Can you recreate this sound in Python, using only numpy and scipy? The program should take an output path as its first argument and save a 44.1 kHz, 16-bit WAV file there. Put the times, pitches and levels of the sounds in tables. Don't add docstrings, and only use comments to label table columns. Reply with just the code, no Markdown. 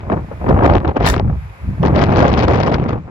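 import sys
import numpy as np
from scipy import signal
from scipy.fft import rfft, irfft, next_fast_len
from scipy.io import wavfile
from scipy.ndimage import uniform_filter1d, minimum_filter1d, map_coordinates

SR = 44100
rng = np.random.default_rng(int(sys.argv[2]) if len(sys.argv) > 2 else 0)


def persist_wave(psi):
    counts = np.round(np.clip(psi, -1, 1) * 32767).astype(np.int16)
    wavfile.write(sys.argv[1], SR, np.atleast_2d(counts).T)


N = 136710

# time in seconds, roar level in dB, crackle level in dB.
GUSTS = [(0, -38, -37), (.072, -33.5, -68.5), (.126, -14, -34), (.18, -22, -67), (.238, -36.5, -70),
         (.4, -39.5, -68.5), (.495, -10.5, -32.5), (.53, -9.5, -44.5), (.546, -19, -57),
         (.658, -9.5, -29.5), (.76, -12, -33), (.788, -19.5, -37), (.822, -26.5, -62.5),
         (.896, -16.5, -33.5), (.94, -30, -58), (.97, -11.5, -24), (.984, -29, -45), (1.066, -13, -12.5),
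         (1.116, -17, -27.5), (1.2, -30, -33.5), (1.228, -42, -61.5), (1.305, -26, -56.5),
         (1.33, -31.5, -61), (1.418, -59.5, -52.5), (1.62, -46.5, -52), (1.79, -40.5, -67),
         (1.844, -12, -26.5), (1.88, -11.5, -27), (1.915, -23, -56), (1.956, -11, -23), (2.042, -10.5, -20),
         (2.056, -18.5, -33.5), (2.18, -11.5, -19.5), (2.25, -11, -27), (2.332, -14, -23),
         (2.362, -19.5, -30.5), (2.384, -13, -17.5), (2.432, -15.5, -23.5), (2.462, -21.5, -31.5),
         (2.482, -10, -24), (2.6, -14, -23.5), (2.715, -16, -30), (2.746, -18.5, -22.5),
         (2.764, -19.5, -34), (2.87, -23, -43), (2.89, -19, -24.5), (2.968, -24, -49.5), (3.016, -46, -64),
         (3.1, -33.5, -93)]
EDDY_RISE_S = 0.00047


def amp(db):
    return 10 ** (np.asarray(db) / 20)


def unit(x):
    return x / np.sqrt(np.mean(x ** 2) + 1e-20)


def along(points, hz):
    f, v = np.transpose(points)
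    return np.interp(np.log(hz + 1), np.log(f + 1), v)


def curves(rows):
    s, *cols = np.transpose(rows)
    return [np.interp(np.arange(N) / SR, s, c) for c in cols]


def wobble(rate):
    return map_coordinates(rng.standard_normal(N // 100), [np.arange(N) * rate / SR])


def filtered(x, response):
    m = next_fast_len(x.shape[-1] + 8192)
    return irfft(rfft(x, m) * response(np.fft.rfftfreq(m, 1 / SR)), m)[..., :x.shape[-1]]


def noise(spectrum, speed=None):
    white = rng.standard_normal((2, 2 * N))
    pair = filtered(white, lambda hz: amp(along(spectrum, hz) - 120 * (hz < spectrum[0][0])))
    place = np.arange(N) if speed is None else np.cumsum(speed / speed.mean())
    return unit(np.array([map_coordinates(v, [place]) for v in pair]))


def pulses(times, levels_db, rise_s, fall_s):
    t = np.arange(SR // 10) / SR
    shape = (1 - np.exp(-t / rise_s)) * np.exp(-t / fall_s)
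    marks = np.bincount(np.round(np.asarray(times) * SR).astype(int), amp(levels_db), N)[:N]
    return signal.fftconvolve(marks, shape / shape.max())[:N]


def ports(pair, coherence, tilt=((1, 0), (2, 0))):
    # frequency in Hz, phase lag of the left port in radians.
    left_lag = [(0, .05), (200, .58), (600, 1.05), (1200, 1.45), (1600, 3.2), (2300, 4.4), (4500, 4.7),
                (6000, 9.3), (9000, 15.7), (16000, 25.5)]

    def blend(hz):
        share = np.clip(along(coherence, hz), 0, 1)
        lead = np.exp(1j * np.interp(hz, *np.transpose(left_lag)))
        return np.array([share * lead, np.sqrt(1 - share ** 2)]) * amp(-along(tilt, hz))
    return np.array([pair[0], filtered(pair, blend).sum(axis=0)])


def rumble(flutter_db):
    # time in seconds, rumble level in dB, thump level in dB.
    levels = [(0, -33, -40), (.142, -24.5, -20.5), (.378, -30.5, -46.5), (.494, -15.5, -11.5),
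              (.548, -13, -15.5), (.588, -19.5, -22.5), (.77, -9.5, -19.5), (.814, -30.5, -26.5),
              (.876, -13.5, -24), (.952, -35.5, -44.5), (1.01, -17, -23.5), (1.318, -16, -22),
              (1.444, -29, -58), (1.6, -42.5, -62), (1.644, -18, -26.5), (1.716, -20.5, -18),
              (1.766, -27, -33.5), (1.812, -24, -15), (1.842, -16, -16.5), (2.63, -18.5, -17.5),
              (2.88, -26.5, -17), (2.978, -21.5, -26.5), (3.03, -32, -37)]
    # frequency in Hz, relative spectral density in dB.
    rumble_spectrum = [(20, -43), (35, -12.5), (55, 1.5), (80, 2.5), (120, -4), (170, -12.5), (300, -67.5)]
    thump_spectrum = [(70, -25), (110, 0.5), (160, 0), (230, -6.5), (330, -15), (600, -73)]
    rumble_db, thump_db = curves(levels)
    thump = amp(thump_db) * unit(amp(0.99 * flutter_db))
    return amp(rumble_db) * noise(rumble_spectrum) + thump * noise(thump_spectrum)


def roar(flutter_db, speed):
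    # start of an eddy in seconds, peak envelope level in dB.
    eddies = [(0.099, -14.5), (.124, -20.5), (0.3139, -23), (0.4137, -22), (.4428, -16), (.4823, -14),
              (0.5624, -14), (0.638, -16), (0.752, -11), (0.8457, -15.5), (0.9663, -23), (1.0069, -12),
              (1.1648, -9.5), (1.197, -10.5), (1.249, -35), (1.292, -35), (1.828, -14), (1.9632, -19),
              (2.1182, -19), (2.1367, -28.5), (2.3357, -10.5), (2.4789, -15), (2.7249, -13.5)]
    # frequency in Hz, relative spectral density in dB.
    spectrum = [(100, -12.5), (220, -2.5), (500, -4), (900, -8.5), (1400, -17.5), (2500, -33.5),
                (4000, -59.5)]
    roar_db, _ = curves(GUSTS)
    swells = pulses(*np.transpose(eddies), EDDY_RISE_S, fall_s=0.007)
    return (amp(roar_db) * unit(amp(0.81 * flutter_db)) + swells) * noise(spectrum, speed)


def small_eddies(per_s=480):
    gap, size = rng.random((2500, 2)).T
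    starts = np.cumsum(-np.log(gap) / per_s)
    levels_db = -2.5 - 3.5 * np.log(np.maximum(size, .04))
    return pulses(starts, levels_db, EDDY_RISE_S, fall_s=0.00044)


def crackle(flutter_db, speed, spits):
    # frequency in Hz, relative spectral density in dB.
    crackle_spectrum = [(700, 4), (1400, -1), (2200, 1), (3200, -9), (4500, -22.5), (6000, -68)]
    fizz_spectrum = [(2000, -13), (3200, 3.5), (4500, 5), (5500, 1), (6500, -9.5), (8000, -33)]
    _, crackle_db = curves(GUSTS)
    envelope = amp(crackle_db) * unit(amp(0.07 * flutter_db)) * unit(1 + spits)
    pivot_db = -18
    fizz = amp(pivot_db - 8.5) * np.abs(envelope / amp(pivot_db)) ** 1.74
    return envelope * noise(crackle_spectrum, speed) + fizz * noise(fizz_spectrum, speed)


def wind(ceiling=1.05, knee=3):
    # knots per second, depth in dB.
    flutter = [(45, 1.5), (140, 3), (400, 2.5)]
    # frequency in Hz, coherence of the ports from 0 to 1.
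    coherence = [(50, 0.91), (140, 0.97), (450, 0.69), (1000, 0.93), (1600, 0.38), (3000, 0), (5500, 1),
                 (7200, 0), (9000, 0.7)]
    # frequency in Hz, attenuation at the right port in dB.
    right_loss = [(100, 0), (700, 1), (1300, 4.5), (2400, 13.5), (4400, 23), (6500, 18.5), (9000, -0.5)]
    # frequency in Hz, gain in dB.
    port_gain = [(5500, 0), (7000, -2), (8200, -9.5), (9500, -38), (12000, -56.5)]
    spits = small_eddies()
    flutter_db = sum(depth_db * wobble(rate) for rate, depth_db in flutter)
    speed = np.exp(.15 * unit(flutter_db))
    air = rumble(flutter_db) + roar(flutter_db, speed) + crackle(flutter_db, speed, spits)
    pressure = ports(air + snaps() + throbs(), coherence, right_loss)
    overloaded = pressure / (1 + np.abs(pressure / ceiling) ** knee) ** (1 / knee)
    return filtered(overloaded, lambda hz: amp(along(port_gain, hz)))


def traffic():
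    # time in seconds, hum level in dB, hiss level in dB.
    levels = [(0, -46, -75), (.5, -42.5, -63.5), (1.2, -52, -80), (1.4, -44, -67), (1.9, -43, -66),
              (3.1, -50, -83)]
    # frequency in Hz, relative spectral density in dB.
    hum_spectrum = [(150, 6), (300, -5), (900, 1.5), (1400, -1), (2500, -4), (2900, -14), (5000, -21),
                    (8000, -28), (10000, -63.5)]
    hiss_spectrum = [(7000, -6.5), (11000, 23), (15800, 0)]
    # frequency in Hz, coherence of the ports from 0 to 1.
    coherence = [(300, 0.36), (2000, 0.17), (8000, 0.34)]
    hum_db, hiss_db = curves(levels)
    hum = amp(hum_db + wobble(2.1)) * noise(hum_spectrum)
    return ports(hum + amp(hiss_db) * noise(hiss_spectrum), coherence)


def snaps(scatter_s=.0009):
    # time in seconds, spike level before filtering in dB.
    events = [(0.4906, -20), (0.498, -26.5), (0.6362, -24), (.6589, -24), (0.7087, -31), (0.7379, -19),
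              (0.7539, -11.5), (0.7679, -18.5), (0.7823, -15), (.8033, -21.5), (0.8788, -21), (1.0057, -25),
              (1.0469, -13), (1.055, -12), (1.1421, -10.5), (1.164, -17), (1.1806, -21), (1.1971, -19),
              (1.8313, -19), (1.872, -12.5), (1.962, -9.5), (1.9927, -12.5), (2.0147, -20.5),
              (2.0195, -14.5), (2.027, -22.5), (2.0399, -7.5), (2.1377, -22), (2.161, -14.5), (2.192, -13),
              (2.269, -22.5), (2.3396, -11.5), (2.3766, -13.5), (2.4345, -15.5), (2.483, -8), (2.5434, -24),
              (2.6, -31), (2.6697, -17), (2.7257, -21), (2.7433, -15.5), (2.8407, -26)]
    # frequency in Hz, filter gain in dB.
    colour = [(400, 14.5), (1200, 26.5), (3500, 16), (5500, 9), (7000, -10)]
    times, db = np.transpose(events)
    offset, sign = rng.random((len(times), 2, 3)).transpose(1, 2, 0) - .5
    samples = np.round((times + scatter_s * offset) * SR).astype(int)
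    spikes = np.bincount(samples.ravel(), (amp(db) * np.sign(sign)).ravel(), N)
    return filtered(spikes, lambda hz: amp(along(colour, hz)))


def tailgate(slam_s=1.057, rise_s=0.004, hold_s=0.051, burst_t60_s=0.13, knock_t60_s=0.0091):
    # start of a knock in seconds, peak envelope level in dB.
    knocks = [(1.0627, -20.5), (1.0729, -9.5), (1.0875, -12.5), (1.1001, -13), (1.13, -34)]
    # frequency in Hz, relative spectral density in dB.
    spectrum = [(710, -13.5), (1200, 0), (1790, -0.5), (2500, -14), (4470, -8.5), (9120, -15.5),
                (10300, -15), (15800, -24.5)]
    # frequency in Hz, typical level at the hardest knock in dB, seconds to fall 60 dB.
    modes = [(1800, -9.5, 0.047), (3610, -19, 0.036), (5330, -27, 0.025)]
    # frequency in Hz, coherence of the ports from 0 to 1.
    coherence = [(1000, 1), (4000, 0.16), (8000, 1)]
    t = np.arange(N) / SR
    fall_db = 60 * np.clip(t - slam_s - hold_s, 0, 2) / burst_t60_s
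    burst = np.clip((t - slam_s) / rise_s, 0, 1) * amp(-26.5 - fall_db)
    starts, peaks_db = np.transpose(knocks)
    impacts = pulses(starts, peaks_db, rise_s=0.00024, fall_s=knock_t60_s / np.log(1000))
    clatter = (burst + impacts) * noise(spectrum)
    for start, knock_db in knocks:
        age = np.clip(t - start, 0, 1)
        for hz, mode_db, t60 in modes:
            onset_db = knock_db - peaks_db.max() + mode_db + rng.normal(0, 2.1, (2, 1))
            clatter += amp(onset_db - 60 * age / t60) * np.sin(2 * np.pi * hz * age)
    return ports(clatter, coherence)


def throbs():
    # start in seconds, frequency in Hz, peak level in dB, length in seconds.
    buffets = [(1.245, 136.7, -17, 0.032), (1.31, 105.7, -11, 0.027), (1.797, 158.5, -9, 0.02)]
    t = np.arange(N) / SR
    pressure = np.zeros(N)
    for start, hz, db, length in buffets:
        window = np.sin(np.pi * np.clip((t - start) / length, 0, 1)) ** .5
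        pressure += amp(db) * window * np.sin(2 * np.pi * hz * (t - start))
    return pressure


def scene():
    return wind() + tailgate() + traffic()


def record(dry):
    full_scale, limiter_s, top_hz = .95, .004, 15830
    span = round(limiter_s * SR)
    needed_gain = np.minimum(1, full_scale / (np.abs(dry).max(axis=0) + 1e-9))
    gain = uniform_filter1d(minimum_filter1d(needed_gain, span), span)
    return filtered(dry * gain, lambda hz: hz < top_hz)


dry = scene()
out = record(dry)
persist_wave(out)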